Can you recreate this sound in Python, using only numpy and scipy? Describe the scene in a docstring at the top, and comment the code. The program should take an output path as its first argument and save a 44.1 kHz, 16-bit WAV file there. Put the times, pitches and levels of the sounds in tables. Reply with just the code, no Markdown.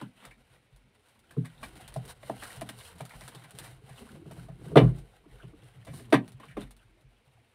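"""Sheep in a straw-bedded pen

Sheep shuffle over straw in a small shed and bump against the boards of their pen.
Knocks and rattles ring four families of board modes; hooves ring two low modes of the earth floor.
Stalks snap as clicks with a grainy crunch; rustle and tread are coloured crackle that swells with the motion.
Dense reflections answer the close contacts, over still air; the microphone cuts both ends and rounds peaks."""
import sys
import numpy as np
from scipy import signal
from scipy.fft import rfft, irfft
from scipy.io import wavfile

SR = 44100
rng = np.random.default_rng(int(sys.argv[2]) if len(sys.argv) > 2 else 0)


def generate_wav(sig):
    """Save sig (samples, or channels by samples) to the path in sys.argv[1] as 16-bit PCM at SR."""
    pcm = np.round(np.clip(np.atleast_2d(sig).T, -1, 1) * 32767).astype(np.int16)
    wavfile.write(sys.argv[1], SR, pcm)


N = 332514   # samples

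# blows on the boards: start_s, blow_db, weight_db, hardness_db, own_pitch_hz, rattle_t60_s (before family stretch)
KNOCKS = [(0.014, -43, -0.5, -10, 895, 0.018), (0.249, -61.5, 4, 11, 1470, 0.022),
          (0.308, -65.5, -16, 9.5, 2180, .049), (1.306, -68.5, 8, 12.5, 1440, 0.055),
          (1.365, -33, 8.5, -73, 238, 0.034), (1.446, -67.5, 26, 20, 1150, 0.095),
          (1.629, -54, -5, 15.5, 1080, 0.058), (1.754, -57.5, -41, -10, 282, 0.088),
          (1.959, -43, 6.5, -9.5, 710, 0.017), (2.229, -56.5, -16, 4, 690, 0.031),
          (2.296, -42.5, -1.5, 0, 730, 0.0017), (2.422, -54, -17, 11, 1420, 0.053),
          (2.5, -64.5, -12, 8.5, 1930, .037), (2.614, -46, -2.5, 0.5, 685, 0.029),
          (2.69, -50.5, -1, 6, 3140, 0.024), (2.804, -66.5, -2, 16.5, 3200, 0.046),
          (3.004, -48, 6.5, 0.5, 660, 0.021), (3.134, -60, 11, 3.5, 870, 0.033),
          (3.21, -57, 4, 3, 2120, 0.068), (3.276, -55.5, -18, -1, 1490, .061),
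          (3.345, -51, 4.5, -25, 730, 0.062), (3.438, -62, 8, 10, 830, 0.081),
          (3.589, -67, 19, 17.5, 1410, 0.17), (3.889, -67, 18, 16, 670, 0.093),
          (4.15, -64.5, -6, 7, 507, .028), (4.256, -55, 10.5, -28, 436, 0.005),
          (4.309, -56, 9, 3.5, 610, 0.056), (4.363, -60.5, 21.5, -1, 640, 0.086),
          (4.483, -57, 18.5, -2.5, 666, 0.086), (4.61, -57, 5, -14, 462, 0.026),
          (4.653, -52.5, 13, -20.5, 453, 0.032), (4.711, -50.5, -5, -15.5, 457, 0.044),
          (4.756, -14.5, 1.5, -12.5, 429.7, .06), (4.769, -15, 2.5, -6.5, 3070, 0.064),
          (4.791, -20.5, 6, -27, 147, 0.23), (5.256, -62, 10, -12.5, 323, 0.022),
          (5.43, -56.5, 14.5, -5, 335, 0.069), (5.533, -56.5, -11, -35, 304, 0.054),
          (5.866, -52, 13.5, 5.5, 543, 0.12), (5.932, -56, 12, -11, 1007, 0.059),
          (5.99, -59, 13.5, 8.5, 383, .088), (6.124, -20, -2, 1.5, 335, 0.074),
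          (6.139, -34, 1.5, 6.5, 1044, 0.045), (6.397, -59.5, -10, 4.5, 900, 0.056),
          (6.432, -57.5, -6, -1, 1110, 0.043), (6.48, -77, 10, 21, 2600, 0.12),
          (6.508, -78, 14, 17, 1790, 0.044), (6.568, -39.5, -7, -6.5, 459, 0.044),
          (6.609, -61, -28, 2, 343, 0.13)]
# board modes in four families, low to high: mode_hz, level_db, t60_s
PANEL_MODES = [(116.16, -10, 0.31), (128, -1.5, 0.18), (161.2, -3, .2), (174, -10, 0.15)]
PLANK_MODES = [(193, -12, 0.42), (203, -2, 0.15), (247, -5.5, 0.21), (276, -2.5, 0.13), (300.6, 4, 0.063),
               (361, -2.5, 0.081), (413.2, -3.5, 0.084), (460, -5, 0.087)]
EDGE_MODES = [(507, -4, 0.06), (565, -2.5, 0.064), (650.7, 4, 0.045), (798, -2, 0.043), (911, -4, 0.046),
              (1033, -2, 0.056), (1176, 8, 0.014), (1420, 4.5, 0.02)]
CRACK_MODES = [(1563, -0.5, .02), (1724, -1.5, 0.035), (1883, -0.5, 0.025), (2113, -0.5, 0.022),
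               (2326, -3, 0.03), (2584, -2, 0.013), (2960, -4, 0.017), (3565, -2.5, 0.012),
               (4370, -3, 0.004), (5130, -13.5, 0.0055), (5800, -14.5, 0.0077)]
# band each family radiates: low_hz, high_hz
FAMILY_BANDS = [(100, 220), (170, 750), (430, 1240), (1250, 9300)]
# first push into each family; flesh and hoof are too soft to drive the crack modes fully: push_db
PUSH_DB = (7.5, 2.5, 2.5, -8)
# hooves on packed earth: start_s, thud_db, deep_db
HOOVES = [(0.26, -61, -50), (0.507, -47, -62), (0.723, -45.5, -48.5), (1.588, -42, -52), (1.819, -42, -47),
          (1.884, -41, -48), (2.03, -42, -46.5), (2.569, -31, -48), (3.141, -42, -43), (3.238, -35, -68),
          (3.542, -39.5, -70), (3.723, -36, -59), (3.833, -37, -61), (4.369, -40.5, -48.5),
          (4.493, -31, -67.5), (4.814, -24, -21), (4.889, -37, -47), (4.978, -29.5, -35.5),
          (5.308, -49, -44), (5.761, -37.5, -64), (5.887, -28, -56), (5.95, -51, -58.5),
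          (6.017, -44, -83.5), (6.215, -37, -79.5), (6.342, -34, -68), (6.489, -39, -71), (6.54, -57, -41),
          (6.627, -34.5, -42), (6.897, -84, -56), (7.042, -42, -50), (7.269, -48, -76.5)]
# single stalks breaking: start_s, level_db
SNAPS = [(0.0138, -45), (0.253, -42.5), (0.7623, -55), (1.0854, -56), (1.1923, -54), (1.3098, -47.5),
         (1.4566, -44), (1.6312, -42), (1.66, -50), (1.7554, -47), (1.769, -47.5), (1.8103, -47),
         (1.8786, -39), (1.941, -42), (1.963, -42.5), (2.0526, -42.5), (2.0787, -44), (2.4354, -34),
         (2.5625, -40.5), (2.6116, -34.5), (2.69, -31.5), (2.7885, -44.5), (2.8754, -51), (2.9552, -53),
         (2.9833, -45), (3.0081, -40.5), (3.053, -40.5), (3.0952, -47), (3.2096, -42.5), (3.2789, -36),
         (3.349, -40.5), (3.439, -48.5), (3.5083, -44.5), (3.5512, -49), (3.5874, -32), (3.645, -48),
         (3.9933, -46), (4.3126, -46.5), (4.334, -57), (4.371, -59), (4.9604, -55), (4.9861, -49.5),
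         (5.6351, -54.5), (5.8494, -46.5), (5.9404, -47), (5.9623, -63), (6.0566, -56), (6.1025, -50),
         (6.127, -34), (6.279, -45), (6.3202, -51), (6.3995, -56), (6.454, -55), (6.6088, -46),
         (6.7082, -44.5), (6.7665, -54), (7.0115, -61.5)]
# restlessness of the flock: time_s, rustle_db, tread_db
MOTION = [(0.0, -72, -44.5), (0.12, -66.5, -70.5), (0.42, -71.5, -67), (1.05, -73.5, -73),
          (1.82, -56.5, -51.5), (2.14, -61, -56), (2.62, -57.5, -56), (2.79, -58, -56),
          (3.48, -59.5, -63.5), (3.67, -65.5, -54.5), (4.26, -67, -53.5), (4.51, -69.5, -52.5),
          (4.85, -58.5, -36.5), (5.06, -69, -55.5), (5.78, -66, -61.5), (6.07, -65, -51.5),
          (7.05, -75, -68.5), (7.54, -75, -72.5)]
# a leg or flank through the straw: middle_s, rustle_db, dryness_db (re rustle), length_s
SWEEPS = [(-0.001, -54, -16, 0.18), (0.247, -57.5, -13, 0.16), (0.543, -72.5, -8, .15),
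          (1.102, -71.5, -4.5, 0.23), (1.658, -64.5, 2, 0.13), (1.81, -85, -13, 0.11),
          (2.106, -57, 1.5, 0.073), (2.273, -62.5, -1, 0.2), (2.454, -55.5, 1, 0.23),
          (2.832, -75.5, 17.5, 0.21), (3.22, -74.5, 9.5, 0.24), (3.643, -61.5, -2, 0.3),
          (4.003, -62.5, -4, 0.44), (4.375, -66.5, -2, 0.29), (4.668, -70, -2, 0.2), (5.0, -71, -5, 0.16),
          (5.42, -69, -17, 0.1), (5.6, -73, -23, 0.087), (5.977, -61.5, 5.5, 0.17), (6.43, -65, -37, .12),
          (6.61, -52, -12, .1)]
# spectra of rustle, dry top, tread and still air: freq_hz, level_db (per Hz, relative)
STRAW_SPECTRUM = [(290, -34.5), (500, -1), (858, 3), (1010, -3), (1490, 0), (2400, -5), (3670, -4),
                  (5000, -52), (6500, -41.5), (11000, -120)]
DRY_SPECTRUM = [(2350, -41.5), (4000, 1), (4900, -4.5), (6660, -9.5), (9440, 3), (10600, -5),
                (15000, -11.5), (16000, -16)]
TREAD_SPECTRUM = [(41, -8.5), (70, -3.5), (130, 2), (278, -6.5), (353, -6), (412, -7), (458, -13),
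                  (860, -30.5), (1200, -29), (1560, -50.5), (2640, -120)]
AIR_SPECTRUM = [(15, -69.5), (25, -19), (123, -7.5), (161, -17), (344, -17), (591, -19), (659, -20),
                (775, -30.5), (840, -20), (1100, -28), (2000, -24), (2220, -20), (16000, -56)]
# decay of the shed: freq_hz, t60_s
SHED_DECAY = [(60, 0.28), (500, 0.22), (2000, 0.083), (5000, 0.05), (12000, 0.08)]

EDGE_SHARE = 0.33   # part of the hardness that reaches the edge modes; crack modes get all
RATTLE_STRETCH = (1.0, 0.76, 0.97, 1.6)   # rattle t60 factor per family
BUILD_UP = 0.02   # rattle rise time as a share of its unstretched t60
PUSH_SPREAD_DB = 2.6
TICK_DB, TICK_FOLLOWS = -29, 0.69   # bright tick of a blow; share of the crack level it follows
EARTH_HZ, EARTH_T60_S, THUD_HZ, THUD_T60_S = 46, 0.5, 133.2, 0.22
CRUNCH_T60_S = 0.049
DRY_DB = -7.5   # re rustle
RUMBLE_DB, RUMBLE_WANDER_DB = -10, 3   # re tread
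SHED_DB, AIR_DB = -13.5, -71
CUTOFF_HZ = 16250


def boards():
    """A push and a noisy rattle feed every family of modes, most near the struck board's own pitch."""
    start_s, plank_db, weight_db, hard_db, own_hz, rattle_s = np.transpose(KNOCKS)
    panel_db = plank_db + weight_db
    edge_db = plank_db + EDGE_SHARE * hard_db
    crack_db = plank_db + hard_db
    at = np.round(start_s * SR).astype(int)
    scuff_db = -100 * rattle_s   # long scuffs have hardly any first push
    families = zip((PANEL_MODES, PLANK_MODES, EDGE_MODES, CRACK_MODES),
                   (panel_db, plank_db, edge_db, crack_db), PUSH_DB, FAMILY_BANDS, RATTLE_STRETCH)
    out = 0
    for modes, blow_db, push_db, (low_hz, high_hz), stretch in families:
        mode_hz, mode_db, t60_s = np.transpose(modes)
        octaves = np.log2(mode_hz[:, None] / own_hz)
        level_db = blow_db + mode_db[:, None] + 10 * np.exp(-(octaves / 0.4) ** 2)
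        rattle = contacts(start_s, stretch * rattle_s, level_db + 1, BUILD_UP * rattle_s, order=2)
        force = rattle * rng.choice([-1, 1], N)
        chance_db = rng.normal(0, PUSH_SPREAD_DB, (len(at), len(mode_hz))).T
        force[:, at] += from_db(level_db + push_db + scuff_db + chance_db)
        rings = sum((-1) ** k * ring(force[k], mode_hz[k], t60_s[k]) for k in range(len(modes)))
        out = out + band(band(rings, low_hz, high_hz), low_hz / 2, 1.3 * high_hz)
    tick_db = TICK_DB + TICK_FOLLOWS * crack_db
    tick = contacts(start_s, rattle_s + 0.02, tick_db, 0.003, order=np.inf)[0]
    return out + tick * colour(rng.standard_normal(N), DRY_SPECTRUM)


def hooves():
    """Soft one-way pushes ring the floor's two low modes."""
    start_s, thud_db, deep_db = np.transpose(HOOVES)
    push_t60_s = 0.017 + 0 * start_s
    thud = contacts(start_s, push_t60_s, thud_db, 0.0012, order=1)[0]
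    deep = contacts(start_s, push_t60_s, deep_db, 0.0025, order=1)[0]
    return band(ring(thud, THUD_HZ, THUD_T60_S), 60, 250) + band(ring(deep, EARTH_HZ, EARTH_T60_S), 25, 90)


def snaps():
    """Each broken stalk is a click and a short, weaker grainy crunch."""
    start_s, level_db = np.transpose(SNAPS)
    grains = crackle(per_s=5000, spread_db=3.0, clump_db=0, smooth=1.2)
    bright = colour(grains, DRY_SPECTRUM) + from_db(-2) * colour(grains, STRAW_SPECTRUM)
    click = contacts(start_s, 0.0028 + 0 * start_s, level_db - 4, 0.0003, order=np.inf)[0]
    crunch = contacts(start_s, CRUNCH_T60_S + 0 * start_s, level_db - 14.5, 0.009, order=np.inf)[0]
    return (click + crunch) * bright


def straw():
    """Bodies and legs drag through the bedding; their weight shakes floor and boards."""
    time_s, *columns = np.transpose(MOTION)
    rustle, tread = [from_db(np.interp(np.arange(N) / SR, time_s, db)) for db in columns]
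    swept, swept_dry = sweeps()
    stalks = crackle(per_s=1200, spread_db=4.0, clump_db=2.5, smooth=1.7)
    steps = crackle(per_s=690, spread_db=4.0, clump_db=3.5, smooth=1.8)
    dragging = colour(scuffed(stalks, 435.0, per_s=9.4, t60_s=0.093, lift_db=-5), STRAW_SPECTRUM)
    treading = colour(scuffed(steps, 70, per_s=14.0, t60_s=0.53, lift_db=-1.5), TREAD_SPECTRUM)
    ground = rms_one(band(ring(rng.standard_normal(N), EARTH_HZ, 0.15), 25, 68))
    rumble = tread * from_db(RUMBLE_DB + RUMBLE_WANDER_DB * drift(2.5))
    dryness = from_db(DRY_DB) * rustle + swept_dry
    dry_top = dryness * colour(stalks, DRY_SPECTRUM)
    return (rustle + swept) * dragging + dry_top + tread * treading + rumble * ground


def sweeps():
    """Each sweep swells and fades as a squared cosine; gains for the rustle and its dry top."""
    t, out = np.arange(N) / SR, np.zeros((2, N))
    for middle_s, db, dry_db, length_s in SWEEPS:
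        swell = np.cos(np.pi * np.clip((t - middle_s) / length_s, -0.5, 0.5)) ** 2
        out += np.outer(from_db([db, db + dry_db]), swell)
    return out


def crackle(per_s, spread_db, clump_db, smooth):
    """Tiny breaks of uneven size over a smooth hiss, both swelling in clumps."""
    sizes = from_db(spread_db * np.minimum(rng.exponential(1, N), 5)) * rng.choice([-1, 1], N)
    born = rng.random(N) < per_s / SR
    return from_db(clump_db * drift(13)) * (rms_one(sizes * born) + smooth * rng.standard_normal(N))


def scuffed(x, low_hz, per_s, t60_s, lift_db):
    """Small scuffs come at random, each lifting one half-octave for a moment."""
    out, fall = 0, from_db(-60 / (t60_s * SR))
    rise = fall ** 8   # softens the onset
    for low in low_hz * 2 ** np.arange(0, 4, 0.5):
        starts = (rng.random(N) < per_s / SR) * rng.exponential(1, N)
        decay = signal.lfilter([1], [1, -fall], starts)
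        lift = signal.lfilter([1 - rise], [1, -rise], decay)
        out = out + band(x, low, min(1.392 * low, 0.45 * SR)) * (1 + from_db(lift_db) * lift)
    return out


def shed(x):
    """Dense reflections: noise with its own decay in each octave."""
    t, tail = np.arange(SR // 2) / SR, 0
    for low in 40 * 2.0 ** np.arange(9):
        noise = band(rng.standard_normal(len(t)), low, min(2 * low, 0.45 * SR))
        t60_s = at_hz(SHED_DECAY, np.sqrt(2) * low)
        dying = from_db(-60 * t / t60_s) * np.clip(t / 0.019, 0, 1)
        tail = tail + noise * dying / np.sqrt(np.sum(dying ** 2))
    return signal.fftconvolve(x, tail)[:N]


def still_air():
    """Steady coloured noise."""
    return from_db(AIR_DB) * colour(rng.standard_normal(N), AIR_SPECTRUM)


def contacts(times_s, t60s_s, levels_db, rise_s, order):
    """Contact envelopes scaled by area (order 1), energy (2) or peak (inf); one row per set of levels."""
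    levels_db, t = np.atleast_2d(levels_db), np.arange(SR // 4) / SR
    out = np.zeros((len(levels_db), N + len(t)))
    for s, t60, db, rise in zip(times_s, np.maximum(t60s_s, 0.003), levels_db.T, rise_s + 0 * times_s):
        shape = from_db(-60 * t / t60) * (1 - np.exp(-t / rise))
        out[:, round(s * SR):][:, :len(t)] += np.outer(from_db(db), shape / np.linalg.norm(shape, order))
    return out[:, :N]


def ring(force, hz, t60_s):
    """Damped resonator: a unit click sets a sine of height 1 ringing."""
    r, w = from_db(-60 / (t60_s * SR)), 2 * np.pi * hz / SR
    return signal.lfilter([0, np.sin(w)], [1, -2 * r * np.cos(w), r * r], force + 1e-18)


def band(x, low_hz, high_hz):
    """Band-pass."""
    return signal.sosfilt(signal.butter(2, [low_hz, high_hz], "band", fs=SR, output="sos"), x)


def colour(x, spectrum):
    """Give a white signal a spectrum; rms 1."""
    hz = np.maximum(np.fft.rfftfreq(N, 1 / SR), 1)
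    return rms_one(irfft(rfft(x) * from_db(at_hz(spectrum, hz)), N))


def drift(rate_hz):
    """Slow chance of rms 1: low-passed noise, computed every 40 samples."""
    r = np.exp(-80 * np.pi * rate_hz / SR)
    slow = signal.lfilter([1], [1, -2 * r, r * r], rng.standard_normal(N // 40 + 2002))[2000:]
    return np.interp(np.arange(N) / 40, np.arange(len(slow)), rms_one(slow))


def at_hz(points, hz):
    """Read a table on a log-frequency axis."""
    table_hz, values = np.transpose(points)
    return np.interp(np.log(hz), np.log(table_hz), values)


def rms_one(x):
    """Scale to rms 1."""
    return x / np.sqrt(np.mean(x ** 2) + 1e-20)


def from_db(db):
    """Decibels to gain."""
    return 10 ** (np.asarray(db) / 20)


def scene():
    """Close contacts with the shed's answer, the straw and the still air."""
    close = boards() + hooves() + snaps()
    return (close + from_db(SHED_DB) * shed(close) + straw() + still_air())[None]


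def record(dry):
    """The microphone loses the deepest bass, the loudest peaks are rounded, the top is cut."""
    thin = signal.sosfilt(signal.butter(2, 36, "high", fs=SR, output="sos"), dry)
    ceiling = 1.1
    rounded = ceiling * np.tanh(thin / ceiling)
    return signal.sosfilt(signal.cheby2(16, 60, CUTOFF_HZ, fs=SR, output="sos"), rounded)


dry = scene()
out = record(dry)
generate_wav(out)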